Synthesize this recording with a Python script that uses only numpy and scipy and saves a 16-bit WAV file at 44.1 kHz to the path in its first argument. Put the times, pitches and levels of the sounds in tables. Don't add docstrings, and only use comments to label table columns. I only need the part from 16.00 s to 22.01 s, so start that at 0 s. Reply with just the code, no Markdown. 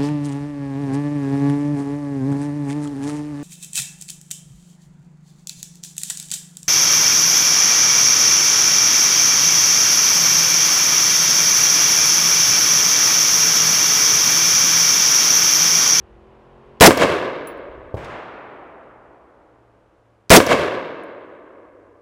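import sys
import numpy as np
from scipy import signal
from scipy.fft import rfft, irfft, next_fast_len
from scipy.io import wavfile
from scipy.ndimage import uniform_filter1d

SR = 44100
rng = np.random.default_rng(int(sys.argv[2]) if len(sys.argv) > 2 else 0)


def int16_out(signal):
    q = np.round(np.clip(np.atleast_2d(signal).T, -1, 1) * 32767)
    wavfile.write(sys.argv[1], SR, q.astype(np.int16))


N = 265041
T = np.arange(N) / SR
GROUND_LAG_S = 0.0018


def amp(db):
    return 10 ** (np.maximum(db, -300) / 20)


def unit(x):
    return x / np.sqrt(np.mean(x ** 2) + 1e-20)


def along(points, hz):
    knots_hz, values = np.transpose(points)
    return np.interp(np.log(hz + 1), np.log(knots_hz), values)


def later(x, s):
    return np.pad(x, (max(round(s * SR), 0), N))[:N]


def wobble(rate):
    return np.interp(T * rate, np.arange(1000), rng.standard_normal(1000))


def swell(peak_s, rise_db_per_s, fall_db_per_s):
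    slope = np.where(T < peak_s, rise_db_per_s, fall_db_per_s)
    return amp(-np.abs(slope * (T - peak_s)))


def swells(rows):
    return np.linalg.norm([amp(db) * swell(s, rise, fall) for s, db, rise, fall in rows], axis=0)


def filtered(x, response):
    size = next_fast_len(N + SR // 2)
    return irfft(rfft(x, size) * response(np.fft.rfftfreq(size, 1 / SR)), size)[:N]


def noise(colour):
    return unit(filtered(rng.standard_normal(N), lambda hz: amp(along(colour, hz))))


def burst(colour, t60):
    t = T[:SR // 4]
    hz = np.fft.rfftfreq(len(t), 1 / SR)
    spectrum = rfft(rng.standard_normal(len(t))) * amp(along(colour, hz))
    return unit(irfft(spectrum, len(t))) * amp(-60 * t / t60)


def blast(length_s, edge_hz):
    age = T[:SR // 8] / length_s
    rounding = signal.butter(3, min(edge_hz, SR / 3), fs=SR, output="sos")
    return later(signal.sosfilt(rounding, (1 - age) * np.exp(-age)), 0)


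def off_ground(x, lag_s=0.001843, share=0.33, dull_hz=2800):
    return filtered(x, lambda hz: 1 + share * np.exp(-2j * np.pi * hz * lag_s) / (1 + (hz / dull_hz) ** 4))


def arrivals(rows, lags):
    return sum(later(off_ground(amp(db) * blast(length_s, edge_hz), lag, share=0.49), s)
               for (s, db, length_s, edge_hz), lag in zip(rows, lags))


# frequency in Hz, loss in dB a second.
PATH_LOSS = [(50, 32), (160, 15.5), (260, 0.5), (400, 2.5), (600, 5), (1000, 5), (2000, 10.5), (4000, 24),
             (8000, 69), (13000, 110)]


def travelled(x):
    hz, t, spectra = signal.stft(x, SR, nperseg=1024)
    loss_db = np.abs(along(PATH_LOSS, hz))[:, None] * t
    return signal.istft(spectra * amp(-loss_db), SR, nperseg=1024)[1][:N]


# frequency in Hz, relative level in dB.
HISS_COLOUR = [(200, -1.5), (4000, 1.5), (7000, -0.5), (10500, -5.5), (13000, -12.5), (16000, -23.5)]


def microphone_hiss(db=-81):
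    return amp(db) * noise(HISS_COLOUR)


# frequency in Hz, relative level in dB.
AIR_COLOUR = [(25, -12), (90, -5), (170, -2.5), (270, -6), (450, 0), (1100, -3), (2000, -12), (2900, -16),
              (4000, -26), (7000, -40), (16000, -70)]


def woods(db=-59, ease_db_per_s=1.5):
    return amp(db - ease_db_per_s * T) * noise(AIR_COLOUR)


# time of the peak in seconds, level in dB.
GUSTS = [(.07, -51.5), (1.801, -44.5)]


def wind(breeze_db=-59, ease_db_per_s=1.6):
    breeze = amp(breeze_db - ease_db_per_s * T)
    gusts = sum(amp(db) * swell(s, rise_db_per_s=75, fall_db_per_s=65) for s, db in GUSTS)
    rumble = noise([(12, -18.5), (30, -3.5), (60, 0.5), (130, -12), (400, -38), (2000, -100)])
    return (breeze + gusts) * rumble


def drone(db=-64, peak_s=3, hz_at_peak=121, sag_hz_per_s=7.3, wander_hz=2, waver=0.41):
    hz = hz_at_peak - sag_hz_per_s * (T - peak_s) + wander_hz * wobble(14)
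    tone = unit((1 + waver * wobble(6.6)) * np.sin(2 * np.pi * np.cumsum(hz) / SR))
    return amp(db) * swell(peak_s, rise_db_per_s=5, fall_db_per_s=0.9) * tone


# multiple of the firing rate, relative level in dB.
EXHAUST = [(1, -2), (2, -12.5), (3, -2.5), (4, -14.5), (5, -2), (6, -13.5), (7, -11.5), (8, 1.5), (9, 1),
           (10, -8), (11, -4), (12, -8), (13, -6)]


def engine(peak_db=-47.5, start_hz=41.4, rise_hz_per_s=5.8, unsteady=0.008, flutter=0.4, rush_db=-8):
    firing_hz = (start_hz + rise_hz_per_s * T) * (1 + unsteady * wobble(25))
    phase = 2 * np.pi * np.cumsum(firing_hz) / SR
    overtones = [(k, -12) for k in range(len(EXHAUST) + 1, 2 * len(EXHAUST))]  # weak, all at -12 dB
    exhaust = sum(amp(db) * (1 + flutter * wobble(30)) * np.sin(k * phase + 2 * np.pi * rng.random())
                  for k, db in EXHAUST + overtones)
    level = amp(peak_db) * swell(peak_s=0.689, rise_db_per_s=7.5, fall_db_per_s=5)
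    return level * (unit(exhaust) + amp(rush_db) * noise(AIR_COLOUR))


# delay in seconds, level in dB, pulse length in seconds, cutoff of the front in Hz.
FAR_THUMPS = [(0, -7.5, 0.0014, 770), (.002, -9, 0.0013, 298), (.0088, -14, .0022, 220),
              (.0335, -28, .0012, 500)]
# delay in seconds, level in dB.
FAR_SLAPS = [(.002, -51), (0.104, -41)]
# delay of the peak in seconds, level in dB, rise and fall in dB/s.
FAR_HILLS = [(.18, -32.5, 48, 13.5), (.68, -41, 9, 10)]
# frequency in Hz, relative level in dB.
FAR_ROLL_COLOUR = [(30, -8.5), (100, -1), (200, -6), (400, -1), (650, 2), (1300, -1.5), (2600, -9),
                   (4200, -21.5), (8000, -26.5), (14000, -40.5)]


def far_gun(start_s=1.9422, boom_db=-28, boom_t60=0.5, roll_delay_s=0.027):
    paths = arrivals(FAR_THUMPS, [GROUND_LAG_S] * len(FAR_THUMPS))
    thump = off_ground(paths, lag_s=0.0017, share=0.31)
    dull = [(30, -3), (70, -4.5), (130, 0), (220, -19.5), (600, -7.5), (1000, -20), (3000, -59)]
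    soft_front = 1 - np.exp(-T / 0.0017)
    boom = soft_front * amp(boom_db - 60 * T / boom_t60) * noise(dull)
    bright = [(800, -22), (2700, 5.5), (5000, -3), (8000, -10), (14000, -24)]
    slaps = sum(later(amp(db) * burst(bright, t60=0.051), s) for s, db in FAR_SLAPS)
    roll = travelled(noise(FAR_ROLL_COLOUR)) * swells(FAR_HILLS) * (T > roll_delay_s)
    return later(thump + boom + slaps + roll, start_s)


# start in seconds, click level in dB, ring level in dB.
CASE_LANDINGS = [(1.4726, -41.5, -37.5), (1.575, -68, -70), (5.0358, -54.5, -76)]
# frequency in Hz, relative level in dB, seconds to fade by 60 dB.
BRASS_MODES = [(10800, 1, 0.088), (15060, -10, 0.15), (14890, -5, 0.058)]


def spent_cases():
    t = T[:SR // 2]
    ring = sum(amp(db - 60 * t / t60) * np.sin(2 * np.pi * hz * t) for hz, db, t60 in BRASS_MODES)
    stone = [(2000, -28), (7500, -1), (11000, 5), (16000, -22)]
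    return sum(later(amp(click_db) * burst(stone, t60=0.023), s) + later(amp(ring_db) * ring, s)
               for s, click_db, ring_db in CASE_LANDINGS)


def scatter(colour, grain_db=1.5):
    sizes = amp(grain_db * unit(uniform_filter1d(rng.standard_normal(N), 128)))
    return travelled(unit(off_ground(sizes * noise(colour))))


# frequency in Hz, relative level in dB.
SLOPE_COLOUR = [(40, -28.5), (70, -6), (160, -5), (240, -7), (310, 1), (400, 0), (560, 1), (800, -5.5),
                (1200, -5.5), (2200, -9), (4200, -16.5), (8000, -16), (12000, -12), (16000, -26.5)]


def wooded_slopes(db=-15.5, peak_s=0.29, spread_db_per_doubling=11):
    doublings = np.log2(np.maximum(T / peak_s, 1))
    onset = swell(peak_s, rise_db_per_s=330.5, fall_db_per_s=0)
    return amp(db - spread_db_per_doubling * doublings) * onset * scatter(SLOPE_COLOUR)


# delay of the peak in seconds, level in dB, rise and fall in dB/s.
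BANKS = [(.106, -15, 50, 260), (.219, -8, 259.5, 238)]
# frequency in Hz, relative level in dB.
BANK_COLOUR = [(40, -17), (70, -5), (160, -7.5), (270, 6), (400, -3.5), (580, 2.5), (800, -7), (1200, -6),
               (2200, -9), (4200, -17.5), (8000, -15.5), (16000, -22.5)]


def earth_banks():
    return swells(BANKS) * scatter(BANK_COLOUR)


# frequency in Hz, relative level in dB.
NEAR_COLOUR = [(25, -23), (42, -21), (75, -5.5), (130, -11.5), (180, -4), (420, -2), (600, 3), (1200, -8),
               (2200, -10), (4500, -20.5), (9000, -20.5), (16000, -32)]


def firing_point(db=5.5, edge_s=0.064, release_db_per_s=950):
    level = amp(db) * swell(peak_s=0.012, rise_db_per_s=899.5, fall_db_per_s=84)
    release = amp(-release_db_per_s * np.maximum(T - edge_s, 0))
    return level * release * noise(NEAR_COLOUR)


def landscape():
    return firing_point() + earth_banks() + wooded_slopes()


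# start in seconds, gain of the bang in dB,
# seconds until the bolt hits its rear stop, seconds until it slams home.
SHOTS = [(0.8084, 1.5, .0528, .165), (4.3033, 1, .0593, .162)]
# seconds after the hit, level in dB.
BOLT_RATTLE = [(0, 7), (.01, -4.5), (.038, -27), (0.056, -32)]
# frequency in Hz, relative level in dB.
ACTION_COLOUR = [(300, -20.5), (1500, -6.5), (3000, -5), (5800, 4), (7500, -12), (10500, -10.5),
                 (15000, -11)]


def rifle_action(hammer_lead_s=0.007, hammer_db=-16.5, breech_db=3.5, home_db=-20.5):
    blows = []
    for s, _, back_s, home_s in SHOTS:
        blows.append((s - hammer_lead_s, hammer_db, 0.012))
        blows.append((s, breech_db, 0.012))
        blows.append((s + home_s, home_db, 0.029))
        blows += [(s + back_s + lag, db, 0.037) for lag, db in BOLT_RATTLE]
    return sum(later(amp(db) * burst(ACTION_COLOUR, t60), s) for s, db, t60 in blows)


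# seconds after the shot, level in dB, pulse length in seconds, cutoff of the front in Hz.
WALL_ECHOES = [(0.0637, 14.5, .0011, 600), (0.0706, 18, .0012, 550), (0.0759, 12, .0012, 550),
               (.0825, 8.5, .0011, 550), (0.0995, 10, 0.00037, 2700), (0.167, 2, .0005, 900),
               (.2142, 2, .0006, 1800), (.227, -1, 0.00074, 1095), (0.239, 4.5, 0.00046, 1090),
               (0.271, -0.5, 0.00028, 1200)]


def rifle_shots(muzzle_db=11, alike=0.88, wall_cut_hz=200, ring_hz=12770, ring_db=-44, ring_t60=0.85):
    muzzle = amp(muzzle_db) * blast(length_s=0.0016, edge_hz=9500)
    lags = [GROUND_LAG_S + 0.001 * (s < 0.09) for s, *_ in WALL_ECHOES]
    bass_cut = signal.butter(2, wall_cut_hz, "highpass", fs=SR, output="sos")
    walls = signal.sosfilt(bass_cut, arrivals(WALL_ECHOES, lags))
    steel_ring = amp(ring_db - 60 * T / ring_t60) * np.sin(2 * np.pi * ring_hz * T)
    common = muzzle + walls + steel_ring + np.sqrt(alike) * landscape()
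    return sum(amp(db) * later(common + np.sqrt(1 - alike) * landscape(), s) for s, db, *_ in SHOTS)


def scene():
    shooting = rifle_shots() + rifle_action() + spent_cases() + far_gun()
    background = engine() + drone() + wind() + woods() + microphone_hiss()
    return (shooting + background)[None]


def record(dry, low_cut_hz=38, ceiling=0.82, top_hz=16000):
    low_cut = signal.butter(2, low_cut_hz, "highpass", fs=SR, output="sos")
    clipped = np.clip(signal.sosfilt(low_cut, dry[0]), -ceiling, ceiling)
    band_limit = signal.butter(16, top_hz, fs=SR, output="sos")
    return signal.sosfiltfilt(band_limit, clipped)[None]


dry = scene()
out = record(dry)
int16_out(out)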